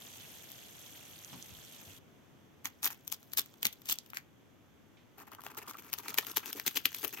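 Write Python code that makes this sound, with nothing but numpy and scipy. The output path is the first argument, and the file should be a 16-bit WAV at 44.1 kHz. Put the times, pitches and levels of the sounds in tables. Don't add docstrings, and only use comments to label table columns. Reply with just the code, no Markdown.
import sys
import numpy as np
from scipy import signal
from scipy.fft import rfft, irfft, next_fast_len
from scipy.io import wavfile

SR = 44100
rng = np.random.default_rng(int(sys.argv[2]) if len(sys.argv) > 2 else 0)


def persist_wave(psi):
    counts = np.round(np.clip(psi, -1, 1) * 32767).astype(np.int16)
    wavfile.write(sys.argv[1], SR, np.atleast_2d(counts).T)


N = 317520
TIME_S = np.arange(N) / SR
FILTER_TAPS = 1024
STOVE_END_S = 1.988
TOP_HZ = 16100

# pitch_hz, level_db (per Hz)
SIZZLE_SPECTRUM = [(100, -38), (300, -4), (700, 3.5), (1000, -3.5), (2000, 0.5), (3200, 5.5), (5000, -2),
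                   (8000, 0), (12000, -1.5), (16000, -6.5)]
KITCHEN_SPECTRUM = [(25, -49.5), (60, -8), (110, 3), (170, -0.5), (270, 0.5), (500, -7.5), (1000, -12.5),
                    (2000, -16.5), (3400, -20), (4200, -27), (8000, -30), (15500, -33.5)]
# start_s, ring_hz, level_db
SPITS = [(.5185, 11400, -46), (1.2475, 6650, -44.5), (1.426, 6250, -44.5)]
# start_s, decay_s, pitch_hz, level_db
BUMPS = [(1.325, 0.044, 170, -51), (1.328, 0.028, 820, -55.5), (1.33, 0.032, 2880, -58),
         (1.49, .028, 2800, -61), (1.504, 0.06, 83, -55.5), (1.73, .037, 2780, -60),
         (1.871, 0.047, 78.6, -58), (3.653, 0.01, 193, -44.5), (4.97, 0.05, 2290, -68),
         (6.549, 0.03, 313, -50.5), (6.754, 0.013, 373, -51.5), (7.043, 0.019, 340, -46.5)]
# time_s, left_minus_right_db, left_lead_ms, crust_tilt_db_per_octave, flake_tilt_db_per_octave
CONTACT = [(2.6, 0, 0.15, -3, 0.15), (4.2, 4, 0.23, 0.5, -3), (5.2, 2.5, 0.073, -8.5, -1.7),
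           (5.8, 3, 0.07, -3, -2.1), (6.2, 2.5, 0.022, -2.5, -1), (6.8, 6.5, 0.0089, 0, -3.2),
           (7.2, 3, 0.023, 0, 2)]
# pitch_hz, level_db
FLAKE_BODY = [(1800, -18), (2900, 1), (4000, 0.5), (6000, -2), (8000, -1.5), (11000, -1.5), (15500, 2.5)]
CRUST_BODY = [(450, -28), (640, -9.5), (850, -0.5), (1150, 1), (1550, 1), (2700, 6), (4200, -14)]
PAN_BODY = [(40, -25), (150, -12), (280, 1.5), (420, 0), (520, -9.5), (700, -34.5), (2000, -40)]
PRESSES = [(2.645, .032, -49, 1), (2.828, 0.05, -41.5, 6.5), (2.9, 0.032, -54, 3.5),
           (3.119, 0.028, -58.5, 10), (3.369, 0.026, -42.5, 12), (3.647, 0.018, -45.5, 5),
           (3.725, .008, -63.5, 10), (3.858, 0.025, -61, 7), (3.884, .044, -47.5, 13),
           (4.139, 0.048, -56, 0)]
STROKES = [(5.173, 0.058, -56, -4.5), (5.267, 0.018, -56.5, -8.5), (5.32, 0.02, -54, -13),
           (5.441, .037, -58.5, 3), (5.498, 0.024, -56, -7), (5.568, 0.025, -48, 1),
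           (5.616, 0.017, -52.5, -8), (5.675, 0.037, -53, 3.5), (5.735, 0.017, -59.5, -7),
           (5.78, 0.022, -55, 0.5), (5.83, .07, -60.5, -1.5), (5.977, 0.03, -56.5, 3),
           (6.035, 0.038, -53.5, -7), (6.081, .029, -49.5, 3), (6.174, 0.017, -39, 5.5),
           (6.267, .051, -53, 5), (6.36, 0.021, -43, 5), (6.426, 0.018, -52.5, -21),
           (6.457, 0.052, -52, 3.5), (6.56, 0.03, -52.5, 1), (6.661, 0.02, -43, 10),
           (6.753, 0.026, -47, 10.5), (6.851, .019, -50, 6), (6.944, 0.082, -62, 14), (7.028, .026, -45, 4),
           (7.124, 0.026, -49.5, 2.5), (7.166, 0.04, -47.5, -23)]
# start_s, tick_db, knock_db, left_minus_right_db
SNAPS = [(2.6553, -30, -31, -4), (2.8447, -26.5, -41.5, 0), (2.8565, -23.5, -47, 11.5),
         (2.8634, -41, -30, -8), (3.0778, -33, -48, 6), (3.119, -35, -66, 12), (3.1244, -27, -39, 6),
         (3.3350, -32, -44, 3.5), (3.3874, -41, -31.5, -4.5), (3.6298, -26, -33, -1), (3.6536, -20, -23, 1),
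         (3.668, -23, -52, 3.5), (3.857, -42.5, -53, 2), (3.8974, -24.5, -41, -3), (3.9212, -30, -37, -3),
         (4.1023, -46, -58, 3), (4.171, -34.5, -41, -3.5), (5.318, -47.5, -60, 11.5),
         (5.3493, -45.5, -53, 10), (5.4374, -45.5, -46, 13), (5.4651, -44.5, -36, 5.5),
         (5.9306, -28, -39.5, 6), (5.9379, -25.5, -41, 9), (5.9863, -32.5, -58, 1),
         (6.083, -30.5, -36.5, -2), (6.143, -33.5, -43, 5), (6.186, -23, -26, 8), (6.2682, -36, -44.5, 6),
         (6.371, -21.5, -29, 7.5), (6.4588, -36.5, -41, 10), (6.5296, -31, -47, 4),
         (6.5982, -32.5, -37.5, 2), (6.6784, -25.5, -32, 2), (6.776, -28, -52, 11),
         (6.8572, -21.5, -33.5, 5), (6.9468, -29, -39.5, 4), (7.047, -27.5, -29, 12),
         (7.0794, -32.5, -67, 24)]
# start_s, end_s, tick_db
LOOSE = [(2.846, 4.21, -52), (5.298, 6.105, -52.5), (6.097, 7.15, -45)]
# start_s, cavity_hz, level_db
BLISTERS = [(2.6556, 1900, -41), (2.904, 1400, -41), (3.9867, 4700, -35.5), (4.134, 1360, -39.5),
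            (4.1708, 1550, -32.5), (6.1843, 2480, -24.5), (6.7715, 3170, -26.5), (6.8552, 2900, -21.5)]
# time_s, resonance_hz, level_db
SCRUNCH = [(5.15, 1080, -70), (5.48, 1210, -54), (5.7, 1160, -56), (5.88, 1250, -64.5), (6.06, 1020, -55),
           (7.2, 1860, -69)]
# pitch_hz, left_db, right_db
PORTS = [(2730, 0, -0.5), (3540, -2.5, 5.5), (3650, -4, 1.5), (5020, -2.5, 1.5), (6560, -0.5, 8.5),
         (6980, -8, 4.5), (8800, -5, 0.5), (11530, 2.5, -9), (11360, 7, -6), (12940, 9.5, -3),
         (17700, -6, -10)]

FINGER_THUD_DB, KNIFE_THUD_DB, JOLT_DB_PER_DB = -24.5, -5.5, 0.25
SAG_DB, SAG_S = -27, 0.014
SHARD_DB, SHARD_KNOCK_DB, SHARD_SCATTER_DB, SHARD_PAN_DB = 5, -0.5, 1, 2.5
LOOSE_KNOCK_DB = -5
AFTER_S, AFTER_DB = 0.032, -10


def undb(db):
    return 10 ** (np.asarray(db) / 20)


def unit(x):
    return x / np.sqrt(np.mean(x ** 2) + 1e-30)


def colour(x, points, tilt_db=0):
    hz, db = np.transpose(points)
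    octave = np.log2(np.maximum(np.fft.rfftfreq(FILTER_TAPS, 1 / SR), 20))
    tilted_db = db + tilt_db * np.log2(hz / hz.mean())
    gain = undb(np.interp(octave, np.log2(hz), tilted_db))
    cepstrum = irfft(np.log(gain))
    cepstrum[1:FILTER_TAPS // 2] *= 2
    cepstrum[FILTER_TAPS // 2 + 1:] = 0
    response = irfft(np.exp(rfft(cepstrum)))
    return signal.fftconvolve(np.atleast_2d(x), response[None], axes=1)[:, :x.shape[-1]]


def pair(count, alike):
    alike = np.clip(alike, 0, 1)
    noise = rng.standard_normal((3, count))
    return np.sqrt(alike) * noise[0] + np.sqrt(1 - alike) * noise[1:]


def grains(count, rate_hz, spread_db, decay_s):
    size = undb(spread_db * np.minimum(rng.exponential(size=count), 3.5))
    power = (rng.random(count) < rate_hz / SR) * size ** 2
    decaying = signal.lfilter([1], [1, -np.exp(-1 / (decay_s * SR))], power)
    return unit(np.sqrt(decaying + 1e-12))


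def crackle(count, rate_hz, spread_db, decay_s, alike):
    hz = np.fft.rfftfreq(count, 1 / SR)
    band = np.floor(np.sqrt(hz / 330))
    wide = grains(count, rate_hz, spread_db, decay_s)
    spectrum = 0
    for k in np.unique(band):
        envelope = np.hypot(wide / 2, grains(count, rate_hz / 2, spread_db, decay_s))
        spectrum = spectrum + rfft(envelope * pair(count, alike)) * (band == k)
    return unit(irfft(spectrum, count))


def add(out, push, body, start_s, span_s, db, pan_db, lead_ms=0, tilt_db=0):
    sound = colour(push, body, tilt_db)
    sound *= undb(db) * np.sqrt(span_s * SR / np.sum(sound ** 2, axis=1, keepdims=True))
    side_gains = unit(undb(np.array([pan_db, -pan_db]) / 2))
    for side, delay_s in enumerate([0, lead_ms / 1000]):
        first = int((start_s + delay_s) * SR)
        part = sound[side, :max(N - first, 0)]
        out[side, first:first + len(part)] += side_gains[side] * part


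def contact(when_s):
    time_s, *columns = np.transpose(CONTACT)
    return [np.interp(when_s, time_s, column) for column in columns]


def sizzle(start_db=-53, middle_db=-55.0, end_db=-56.5):
    count = int(STOVE_END_S * SR)
    bubbles = crackle(next_fast_len(count), rate_hz=3000, spread_db=5.5, decay_s=0.00095, alike=0.22)
    fizz = unit(colour(bubbles[:, :count], SIZZLE_SPECTRUM))
    fizz = np.pad(fizz, [(0, 0), (0, N - count)])
    heat_db = np.interp(TIME_S, [.25, .7, 1.7, 2], [start_db, middle_db, middle_db, end_db])
    return fizz * undb(heat_db) + pops(SPITS)


def kitchen(air_db=-62.5, early_db=2.5, rumble_db=-73):
    ease_db = np.interp(TIME_S, [2.1, 3], [early_db, 0])
    air = unit(colour(pair(N, 0.29), KITCHEN_SPECTRUM)) * undb(air_db + ease_db)
    rumble = unit(colour(pair(N, 0), [(25, -25), (100, -1.5), (500, -15), (4000, -86)]))
    side_db = rumble_db + 20 * np.log10([[2], [.5]])
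    return air + undb(side_db) * rumble


def pops(table, decay_cycles=0.41, skirt_db=-11):
    out, t = np.zeros((2, N)), TIME_S[:FILTER_TAPS]
    for start_s, hz, db in table:
        pan_db, lead_ms, _, _ = contact(start_s)
        cavity = [(hz / 4, 4 * skirt_db), (hz / 2, skirt_db), (hz, 0),
                  (hz * 1.5, skirt_db / 2), (hz * 4, 3 * skirt_db)]
        burst = pair(FILTER_TAPS, 0.27) * np.exp(-t * hz / decay_cycles)
        add(out, burst, cavity, start_s, .003, db, pan_db, lead_ms)
    return out


def bumps():
    out, t = np.zeros((2, N)), TIME_S[:SR // 2]
    for start_s, decay_s, hz, db in BUMPS:
        body = [(hz / 4, -28), (hz, 0), (hz * 1.55, -4), (hz * 6, -40)]
        add(out, pair(len(t), 0.65) * np.exp(-t / decay_s), body, start_s, decay_s, db, 0)
    return out


def settling(finger_db=-69, knife_db=-56):
    finger = np.interp(TIME_S, [2.6, 2.85, 4, 4.3], [0, 1, 1, 0])
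    knife = np.interp(TIME_S, [5.1, 5.9, 6.2], [0, .3, 1])
    crumbs = crackle(N, rate_hz=450, spread_db=4.5, decay_s=.0012, alike=.6)
    level = undb(finger_db) * finger + undb(knife_db) * knife
    return unit(colour(crumbs, FLAKE_BODY, -1.5)) * level


def crunches():
    rows = []
    for table, thud_db in [(PRESSES, FINGER_THUD_DB), (STROKES, KNIFE_THUD_DB)]:
        for start_s, length_s, force_db, brittle_db in table:
            pan_thud_db = force_db + thud_db + JOLT_DB_PER_DB * brittle_db
            rows.append((start_s, length_s, force_db + brittle_db, force_db, pan_thud_db))
    return rows


def crumbles(rise_s=0.0031, fall_s=0.0041):
    out, t = np.zeros((2, N)), TIME_S[:8 * FILTER_TAPS]
    for start_s, length_s, crackle_db, rasp_db, thud_db in crunches():
        pan_db, lead_ms, crust_tilt, flake_tilt = contact(start_s)
        length_s = max(length_s, rise_s)
        after_s = np.maximum(t - length_s + fall_s / 2, 0)
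        release = np.exp(-after_s / fall_s) + undb(SAG_DB) * np.exp(-after_s / SAG_S)
        pressure = (1 - np.exp(-t / rise_s)) * release
        cracks = pressure * crackle(len(t), rate_hz=1400, spread_db=4.8, decay_s=.0006, alike=.5)
        add(out, cracks, FLAKE_BODY, start_s, length_s, crackle_db, pan_db, lead_ms, flake_tilt)
        add(out, cracks, CRUST_BODY, start_s, length_s, rasp_db, pan_db, lead_ms, crust_tilt)
        add(out, pressure * pair(len(t), 0.89), PAN_BODY, start_s, length_s, thud_db, 0)
    return out


def vary(body, spread_db):
    hz, db = np.transpose(body)
    return np.column_stack([hz, db + spread_db * rng.standard_normal(len(hz))])


def small_flakes(crunch_count=3, sag_count=2, loose_count=14):
    spells = [(start_s, end_s - start_s, db, db + LOOSE_KNOCK_DB, loose_count)
              for start_s, end_s, db in LOOSE]
    for start_s, length_s, crackle_db, rasp_db, _ in crunches():
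        spells.append((start_s, length_s, crackle_db + SHARD_DB, rasp_db + SHARD_KNOCK_DB, crunch_count))
        spells.append((start_s + length_s, AFTER_S, crackle_db + AFTER_DB, rasp_db + AFTER_DB, sag_count))
    rows = []
    for start_s, length_s, tick_db, knock_db, count in spells:
        for k in range(count):
            when_s = start_s + length_s * (k + rng.random()) / count
            level_db, pan_db = rng.standard_normal(2) * [SHARD_SCATTER_DB, SHARD_PAN_DB]
            rows.append((when_s, tick_db + level_db, knock_db + level_db, contact(when_s)[0] + pan_db))
    return rows


def snaps(tick_s=0.00057, knock_s=0.001, splinter_s=0.0033, splinter_db=-18, thud_db=-17,
          span_s=0.0022, strain_s=0.0039, strain_db=-17):
    out = np.zeros((2, N))
    early_s = FILTER_TAPS / 2 / SR
    t = TIME_S[:2 * FILTER_TAPS] - early_s
    strain = undb(strain_db) * np.exp(-abs(t) / strain_s)
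    splinters = undb(splinter_db) * np.exp(-abs(t) / splinter_s)
    tick_shape = np.where(t < 0, strain, np.exp(-abs(t) / tick_s) + splinters)
    knock_shape = np.where(t < 0, strain, np.exp(-abs(t) / knock_s) + splinters)
    for start_s, tick_db, knock_db, pan_db in SNAPS + small_flakes():
        _, lead_ms, crust_tilt, flake_tilt = contact(start_s)
        first_s = start_s - early_s
        tick = pair(len(t), 0.48) * tick_shape
        knock = pair(len(t), 1.0) * knock_shape
        add(out, tick, vary(FLAKE_BODY, 0.63), first_s, span_s, tick_db, pan_db, lead_ms, flake_tilt)
        add(out, knock, vary(CRUST_BODY, 2), first_s, span_s, knock_db, pan_db, lead_ms, crust_tilt)
        add(out, knock, PAN_BODY, first_s, span_s, knock_db + thud_db, 0)
    return out


def scrunch(width_hz=230):
    time_s, *columns = np.transpose(SCRUNCH)
    hz, db = (np.interp(TIME_S, time_s, column) for column in columns)
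    slips = pair(N, 0.37) * grains(N, rate_hz=250, spread_db=8.0, decay_s=0.0025)
    turn = np.exp(2j * np.pi * np.cumsum(hz) / SR)
    lowpass = signal.butter(2, width_hz, fs=SR, output="sos")
    ring = signal.sosfilt(lowpass, slips / turn) * turn
    return unit(ring.real) * undb(db) * (TIME_S > time_s[0])


def room(x, near_db=-14, near_s=0.0097, tail_db=-21, t60_s=0.2, tail_tilt_db=-0.5):
    t = TIME_S[:SR // 2]
    near = pair(len(t), 0.28) * np.exp(-t / near_s) * (t > .0015)
    tail = pair(len(t), 0.068) * undb(-60 * t / t60_s) * (t > .008)
    tail = colour(tail, [(200, 0), (3000, 4), (16000, -6.0)], tail_tilt_db)
    response = (undb(near_db) * unit(near) + undb(tail_db) * unit(tail)) / np.sqrt(len(t))
    return x + signal.fftconvolve(x, response, axes=1)[:, :N]


def scene():
    pastry = snaps() + pops(BLISTERS) + crumbles() + settling() + scrunch()
    return room(pastry + bumps()) + sizzle() + kitchen()


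def record(dry):
    ports = np.array(PORTS)
    heard = np.vstack([colour(dry[side], ports[:, [0, side + 1]]) for side in range(2)])
    lowpass = signal.ellip(10, .2, 70, TOP_HZ, fs=SR, output="sos")
    return signal.sosfilt(lowpass, heard)


dry = scene()
out = record(dry)
persist_wave(out)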